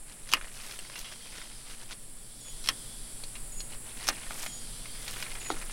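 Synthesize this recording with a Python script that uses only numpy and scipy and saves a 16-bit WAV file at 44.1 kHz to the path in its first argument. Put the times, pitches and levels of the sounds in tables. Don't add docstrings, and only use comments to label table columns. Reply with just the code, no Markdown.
import sys
import numpy as np
from scipy import signal
from scipy.fft import rfft, irfft
from scipy.io import wavfile

SR = 44100
rng = np.random.default_rng(int(sys.argv[2]) if len(sys.argv) > 2 else 0)


def unload_wav(signal):
    wavfile.write(
        sys.argv[1],
        SR,
        np.round(np.clip(np.atleast_2d(signal).T, -1, 1) * 32767).astype(np.int16),
    )


N = 252252


def from_db(db):
    return np.exp(np.asarray(db) * (np.log(10) / 20))


def rms_one(x):
    return x / np.sqrt(np.mean(x ** 2) + 1e-20)


def at_hz(points, hz):
    table_hz, values = np.array(points).T
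    return np.interp(np.log(hz), np.log(table_hz), values)


def add(track, start_s, sound):
    at = int(np.clip(round(start_s * SR), 0, N - 1))
    track[at:at + len(sound)] += sound[:N - at]


def drift(rate_hz, size=N):
    pole = np.exp(-2 * np.pi * rate_hz * 40 / SR)
    white = rng.standard_normal(size // 40 + 2002)
    slow = signal.lfilter([1], [1, -2 * pole, pole ** 2], white)[2000:]
    return np.interp(np.arange(size) / 40, np.arange(len(slow)), rms_one(slow))


def ring(clicks, hz, t60_s):
    pole, w = np.exp(-np.log(1000) / (t60_s * SR)), 2 * np.pi * hz / SR
    return signal.lfilter([0, np.sin(w)], [1, -2 * pole * np.cos(w), pole ** 2], clicks + 1e-18)


def hiss(spectrum):
    hz = np.maximum(np.fft.rfftfreq(N, 1 / SR), 1)
    return rms_one(irfft(rfft(rng.standard_normal(N)) * from_db(at_hz(spectrum, hz)), N))


def coloured(x, db_at):
    size = 2 * len(x)
    hz = np.maximum(np.fft.rfftfreq(size, 1 / SR), 1)
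    cepstrum = irfft(np.log(from_db(db_at(hz))))
    cepstrum[1:len(x)] *= 2
    cepstrum[len(x) + 1:] = 0
    return irfft(rfft(x, size) * np.exp(rfft(cepstrum)))[:len(x)]


BAND_EDGES_HZ = 100 * 2 ** np.arange(0, 8, .5)


def shower(t60_at, size):
    t, out = np.arange(size) / SR, 0
    hz, white = np.fft.rfftfreq(size, 1 / SR), rfft(rng.standard_normal(size))
    for low, high in zip(BAND_EDGES_HZ, BAND_EDGES_HZ[1:]):
        band = irfft(white * (hz >= low) * (hz < high), size)
        dying = band * np.exp(-np.log(1000) * t / t60_at(np.sqrt(low * high)))
        out = out + rms_one(dying) * np.sqrt(high - low)
    return out / np.linalg.norm(out)


def energy_over_10_ms(x, db):
    return from_db(db) * x / np.linalg.norm(x) * np.sqrt(SR / 100)


def cracks(rows, colour, focus_db, ring_db, splinter_db, low_linger, lag_s=0.000982):
    out, grid_hz = np.zeros(N), np.fft.rfftfreq(4096, 1 / SR)
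    release = irfft(np.exp(-4j * np.pi * lag_s * np.sqrt(4000 * grid_hz)))
    for start_s, db, centre_hz, t60_s in rows:
        def splinter_t60(hz):
            return t60_s * (centre_hz / hz) ** low_linger

        def response_db(hz):
            octaves = np.log2(hz / centre_hz)
            peak_db = ring_db / (1 + (octaves / 0.21) ** 2)
            return at_hz(colour, hz) - focus_db * np.hypot(octaves, .5) + peak_db

        force = release + from_db(splinter_db) * shower(splinter_t60, size=len(release))
        add(out, start_s, energy_over_10_ms(coloured(force, response_db), db))
    return out


# frequency in Hz, relative level in dB per Hz.
CHORUS_SPECTRUM = [(6000, -34.5), (6800, -10), (7500, -0.5), (8400, 1.5), (9500, 3.5), (10200, 3),
                   (11000, -3.5), (12200, -11.5), (14000, -20), (16000, -17)]
# frequency in Hz, relative level in dB per Hz.
AIR_SPECTRUM = [(14, 2.5), (22, 2.5), (35, -9), (50, -27.5), (80, -21), (115, -20.5), (160, -21),
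                (260, -25.5), (500, -29), (1000, -34), (2400, -35), (3400, -37.5), (5200, -37), (7000, -42),
                (16000, -58)]
# frequency in Hz, level in dB at the mean background level.
HUM_LINES = [(118.5, -62), (235, -67.5)]


def background(forest_db):
    chorus = from_db(forest_db - 1.2 + 0.18 * drift(35)) * hiss(CHORUS_SPECTRUM)
    air = from_db(forest_db + 4.0) * hiss(AIR_SPECTRUM)
    hum = 0
    for hz, db in HUM_LINES:
        level = from_db(db + 2.0 * drift(1.07))
        phase = 2 * np.pi * np.cumsum(hz * (1 + 0.0206 * drift(4.12))) / SR
        hum = hum + level * np.sqrt(2) * np.sin(phase)
    return chorus + air + hum * from_db(forest_db - forest_db.mean())


# start in seconds, end in seconds, level at the stroke peaks in dB.
TRILL_BOUTS = [(.55, 1.45, -64), (1.8, 2.95, -63), (3.33, 4.25, -60), (4.854, 5.72, -56)]
# frequency in Hz, relative level in dB per Hz.
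TRILL_SPECTRUM = [(11000, -44), (13200, -14), (14500, 6), (15500, 4), (16000, -2), (17000, -40)]


def trill(strokes_per_s=29.8, fade_s=.04):
    t, bouts = np.arange(N) / SR, 0
    for start_s, end_s, db in TRILL_BOUTS:
        bouts = bouts + from_db(db) * np.clip(np.minimum(t - start_s, end_s - t) / fade_s, 0, 1)
    strokes = np.sin(np.pi * strokes_per_s * t) ** 8
    return bouts * strokes * hiss(TRILL_SPECTRUM)


# start in seconds, hold in seconds, final pulses per second,
# level in dB before the line, whine and hiss gains.
BUZZ_SWELLS = [(.52, .65, 244, -58), (2.15, .35, 253.5, -59), (2.45, .25, 257, -60.5),
               (4.15, .45, 244, -55.5)]
# frequency in Hz, relative level in dB (per Hz for the hiss).
BUZZ_SPECTRUM = [(2300, -26), (3100, 1), (3450, 1.5), (3900, -1), (4600, 3), (5500, -1.5), (6300, -3),
                 (7200, -19)]
SWELL_ATTACK_S, SWELL_FADE_DB_PER_S = 0.35, 18
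START_EXCESS, SETTLE_S = .07, .42
LINES_GAIN_DB, WHINE_GAIN_DB, BUZZ_HISS_GAIN_DB = -1.5, -9.5, 1.5


def buzz():
    tones, power, age_s = np.zeros(N), np.zeros(N), np.arange(2 * SR) / SR
    haste, n = np.exp(-age_s / SETTLE_S), len(age_s)
    for start_s, hold_s, rate, db in BUZZ_SWELLS:
        fade_db = SWELL_FADE_DB_PER_S * np.maximum(age_s - SWELL_ATTACK_S - hold_s, 0)
        swell = np.sqrt(np.minimum(age_s / SWELL_ATTACK_S, 1)) * from_db(db - fade_db)
        pulse_rate = rate * (1 + START_EXCESS * haste + .002 * drift(20, size=n))
        phase = 2 * np.pi * np.cumsum(pulse_rate) / SR
        lines = 0
        for k in range(12, 25):
            line = drift(8, size=n) * np.cos(k * phase + rng.uniform(0, 2 * np.pi))
            lines = lines + line * from_db(at_hz(BUZZ_SPECTRUM, k * rate))
        whine_shape = 5 * np.sqrt(haste) * (1 - haste)
        whine = whine_shape * from_db(4 * drift(14, size=n)) * np.sin(13 * phase)
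        add(tones, start_s, swell * (from_db(LINES_GAIN_DB) * rms_one(lines) + from_db(WHINE_GAIN_DB) * whine))
        add(power, start_s, swell ** 2)
    return tones + from_db(BUZZ_HISS_GAIN_DB) * np.sqrt(power) * hiss(BUZZ_SPECTRUM)


def trees(x, t60_s=0.24):
    t = np.arange(SR // 2) / SR
    tail = rng.standard_normal(len(t)) * np.exp(-np.log(1000) * t / t60_s)
    return signal.fftconvolve(x, tail / np.linalg.norm(tail))[:N]


def falling_note(length_s, hz, db, fall=.022, waver=.006):
    u = np.linspace(0, 1, int(length_s * SR))
    pitch_hz = hz * (1 - fall * u + waver * drift(80, size=len(u)))
    swell = np.sqrt(2 * np.abs(np.sin(np.pi * u)))
    return from_db(db) * swell * np.sin(2 * np.pi * np.cumsum(pitch_hz) / SR)


# start in seconds, starting pitch in Hz, direct level at mid-note in dB.
CALLS = [(2.408, 6930, -49), (3.519, 6960, -44), (4.476, 6940, -44), (5.400, 6940, -44)]
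NOTE_LENGTHS_S, NOTE_SPACING_S = (0.014, 0.063), 0.037


def bird():
    song = np.zeros(N)
    for start_s, hz, db in CALLS:
        for k, length_s in enumerate(NOTE_LENGTHS_S):
            add(song, start_s + k * NOTE_SPACING_S, falling_note(length_s, hz, db))
    return song + from_db(1) * trees(song)


# time in seconds, middle-band level in dB, still forest included.
STIR_LEVEL = [(0.0, -63.5), (0.11, -62), (0.46, -55.5), (0.94, -56), (1.02, -58), (1.78, -58.5), (2.1, -65),
              (2.36, -62.5), (2.69, -60), (3.01, -61.5), (3.78, -60), (4.16, -50.5), (4.33, -53),
              (4.52, -56.5), (4.75, -57), (5.03, -54.5), (5.24, -49.5), (5.72, -51)]
STIR_GAIN_DB = 0.3
STILL_BAND_DB = -13.5


def stirring(forest_db):
    time_s, level_db = np.transpose(STIR_LEVEL)
    band_db = np.interp(np.arange(N) / SR, time_s, level_db)
    still_share = from_db(forest_db + STILL_BAND_DB - band_db) ** 2
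    return STIR_GAIN_DB + band_db + 10 * np.log10(np.maximum(1 - still_share, .04))


# middle in seconds, length in seconds,
# rubbing level in dB before the grain and hiss gains, crisp edge level in dB.
LEAF_BRUSHES = [(0.112, 0.046, -55, -76), (0.293, 0.07, -56, -64), (0.675, 0.21, -52.5, -52),
                (0.992, 0.051, -46, -47), (1.127, 0.02, -48, -71), (1.266, .03, -52, -76),
                (1.385, 0.1, -49, -68), (1.714, 0.061, -51.5, -56), (1.822, 0.04, -53, -70),
                (1.918, 0.033, -44.5, -64), (2.473, 0.026, -54, -74), (3.729, 0.034, -49, -69),
                (3.888, 0.052, -52.5, -66), (4.035, 0.092, -47, -60), (4.388, 0.12, -47, -44),
                (4.44, 0.04, -47.5, -43.5), (5.13, 0.18, -48, -47.5), (5.209, 0.028, -46.5, -58)]
# frequency in Hz, relative level in dB per Hz.
LEAF_SPECTRUM = [(200, -15), (500, -9.5), (1200, -7), (2500, -3), (4000, -6.5), (6500, -9), (10000, -24.5),
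                 (16000, -37)]
# frequency in Hz, relative level in dB per Hz.
EDGE_SPECTRUM = [(3000, -17), (6000, -1), (13000, -5), (16000, -14)]


def rustle(stir_db, slips_per_s=1400, clump_db=5.5):
    power, edge_power, t = from_db(stir_db) ** 2, 0, np.arange(N) / SR
    for middle_s, length_s, db, edge_db in LEAF_BRUSHES:
        swell = np.exp(-(2 * (t - middle_s) / length_s) ** 2)
        power = power + from_db(db) ** 2 * swell
        edge_power = edge_power + from_db(edge_db) ** 2 * swell
    slip_chance = slips_per_s * from_db(clump_db * drift(70)) / SR
    slips = rng.choice([-1, 1], N) * (rng.random(N) < slip_chance)
    pitches_hz = np.geomspace(250, 14000, 24)
    dealt = rng.integers(0, len(pitches_hz), N)
    grains = 0
    for k, hz in enumerate(pitches_hz):
        struck = slips * (dealt == k) * from_db(1.4 * drift(24.0))
        grains = grains + from_db(at_hz(LEAF_SPECTRUM, hz)) * np.sqrt(hz) * rms_one(ring(struck, hz, 14.6 / hz))
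    rubbing = from_db(1.5) * rms_one(grains) + from_db(-5) * hiss(LEAF_SPECTRUM)
    edges = rms_one(hiss(EDGE_SPECTRUM) * from_db(5 * drift(200)))
    return np.sqrt(power) * rubbing + np.sqrt(edge_power) * edges


# start in seconds, energy as dB over 10 ms,
# ringing pitch in Hz, t60 in seconds.
SINGLE_FLICKS = [(.3685, -38.5, 1570, 0.059), (.412, -42.5, 1930, 0.015), (.444, -46, 2010, .015),
                 (.7114, -44.5, 4200, 0.014), (.8985, -46.5, 2000, 0.017), (.9563, -40, 2660, 0.066),
                 (1.045, -39.5, 3050, 0.37), (3.3529, -44, 2620, 0.091), (4.3077, -39.5, 1500, 0.018),
                 (4.4624, -38, 2350, .021), (4.856, -45.5, 2350, 0.033), (5.0795, -38, 3630, 0.017),
                 (5.2251, -36.5, 2780, 0.022), (5.5027, -28.5, 1080, 0.0055), (5.5035, -37, 470, 0.011),
                 (5.5122, -40.5, 4000, 0.1), (5.6142, -45.5, 2260, 0.035)]
# frequency in Hz, gain in dB.
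FLICK_RESPONSE = [(60, -30), (300, 8.5), (1000, 4), (3000, -1.5), (6000, -2.5), (8000, -13), (16000, -30)]
RECOIL_DELAY_S, RECOIL_HZ, RECOIL_T60_S = .012, 1830, 0.056
SMALL_PER_S, SMALL_HZ, SMALL_T60_S = 6.5, 2040, 0.043
SMALL_OVER_STIR_DB = 5


def flicks(stir_db, spread_db=1.5, spread_octaves=0.25):
    recoils = [(snap_s + RECOIL_DELAY_S, db, RECOIL_HZ, RECOIL_T60_S) for snap_s, *_, db in STEM_CUTS]
    effort = np.cumsum(from_db(stir_db))
    count = int(SMALL_PER_S * N / SR)
    shares = (np.arange(count) + rng.random(count)) / count
    small = []
    for at in np.searchsorted(effort, effort[-1] * shares):
        level_chance, pitch_chance = rng.standard_normal(2)
        db = stir_db[at] + SMALL_OVER_STIR_DB + spread_db * level_chance
        small.append((at / SR, db, SMALL_HZ * 2 ** (spread_octaves * pitch_chance), SMALL_T60_S))
    return cracks(SINGLE_FLICKS + recoils + small, FLICK_RESPONSE,
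                  focus_db=7.0, ring_db=6.0, splinter_db=8.0, low_linger=0.088)


# start in seconds, energy as dB over 10 ms, t60 in seconds,
# loss of modes away from the main one in dB per octave.
PRUNER_CLICKS = [(.7897, -40, 0.006, -5), (3.2371, -41, 0.0074, 0), (3.6043, -40.5, 0.016, 21)]
# frequency in Hz, relative level in dB.
STEEL_MODES = [(2400, -29.5), (2900, 7), (3660, -4), (4375, 16.5), (4980, 9), (5680, 3), (6250, 8),
               (8200, 12)]
MAIN_MODE_HZ = 4550


def clicks(spread_db=-5.0, scrape_db=5, scrape_t60_s=0.014):
    out = np.zeros(N)
    for start_s, db, t60_s, loss_db in PRUNER_CLICKS:
        scrape = shower(lambda hz: scrape_t60_s, size=4096)
        force = signal.unit_impulse(4096) + from_db(scrape_db) * scrape
        ping = 0
        for hz, mode_db in STEEL_MODES:
            weight_db = mode_db - loss_db * abs(np.log2(hz / MAIN_MODE_HZ)) + spread_db * rng.standard_normal()
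            ping = ping + from_db(weight_db) * ring(force, hz, t60_s)
        add(out, start_s, energy_over_10_ms(ping, db))
    return out


# snap in seconds, energy as dB over 10 ms, ringing pitch in Hz, splintering t60 in seconds,
# fibre spacing in seconds, fibre level in dB, fibre pitch in Hz, closing delay in seconds, closing level in dB,
# closing pitch in Hz, recoil level in dB. All but the recoil are then scaled by CUT_GAIN_DB.
STEM_CUTS = [(0.3359, -20.5, 1930, 0.0046, .0093, -31, 2900, 0.00061, -23, 2030, -35),
             (2.6877, -21, 3140, 0.023, 0.014, -34, 3520, 0.013, -48, 1400, -42),
             (4.0872, -23, 6250, 0.025, .0085, -30.5, 6100, 0.00034, -27, 850, -34.5)]
# frequency in Hz, gain in dB.
CUT_RESPONSE = [(60, -6), (150, -2.5), (300, -5), (700, -5), (1300, 0), (2000, -3), (3000, -1), (3900, -4),
                (5500, 0.5), (7500, -8.5), (10000, -8), (12000, -12), (13300, -14), (16000, -19)]
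CUT_GAIN_DB = -0.9
BITE_LEAD_S, BITE_DB, BITE_HZ, BITE_T60_S = 0.047, -41, 3700, 0.15
FIBRE_STEP_DB, FIBRE_T60_S = 5.5, .017
CLOSING_T60_S = 0.0073


def pruners():
    rows = []
    for snap_s, db, hz, t60_s, spacing_s, fibre_db, fibre_hz, delay_s, closing_db, closing_hz, _ in STEM_CUTS:
        rows.append((snap_s - BITE_LEAD_S, BITE_DB, BITE_HZ, BITE_T60_S))
        for k in range(2):
            rows.append((snap_s - (k + 1) * spacing_s, fibre_db - k * FIBRE_STEP_DB, fibre_hz, FIBRE_T60_S))
        rows.append((snap_s, db, hz, t60_s))
        rows.append((snap_s + delay_s, closing_db, closing_hz, CLOSING_T60_S))
    return from_db(CUT_GAIN_DB) * cracks(rows, CUT_RESPONSE,
                                         focus_db=3.0, ring_db=3.5, splinter_db=6.0, low_linger=0.33)


# frequency in Hz, relative level in dB per Hz.
SCATTER_SPECTRUM = [(100, -20), (280, 0.5), (700, -9), (1500, -8.5), (3000, -2), (6000, -2.5),
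                    (15000, -4.5)]
# frequency in Hz, t60 in seconds.
SCATTER_DECAY = [(150, 0.3), (1500, 0.08), (5000, 0.03), (15000, 0.039)]


def undergrowth(x):
    tail = shower(lambda hz: at_hz(SCATTER_DECAY, hz), size=8192)
    tail = coloured(tail, lambda hz: at_hz(SCATTER_SPECTRUM, hz))
    tail *= 1 - np.exp(-np.arange(len(tail)) / SR / 0.0011)
    return signal.fftconvolve(x, tail / np.linalg.norm(tail))[:N]


FOREST_DB, FOREST_RISE_DB, RISE_AT_S, RISE_S = -49, 4.0, 2.35, 0.33


def scene():
    forest_db = FOREST_DB + FOREST_RISE_DB * np.clip((np.arange(N) / SR - RISE_AT_S) / RISE_S, 0, 1)
    far = background(forest_db) + trill() + buzz() + bird()
    stir_db = stirring(forest_db)
    leaves = rustle(stir_db)
    near = flicks(stir_db) + clicks() + pruners()
    return np.tile(far + leaves + near + from_db(-6) * undergrowth(near), (2, 1))


def record(dry, cutoff_hz=15900):
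    return signal.sosfilt(signal.ellip(12, .1, 70, cutoff_hz, fs=SR, output="sos"), dry)


dry = scene()
out = record(dry)
unload_wav(out)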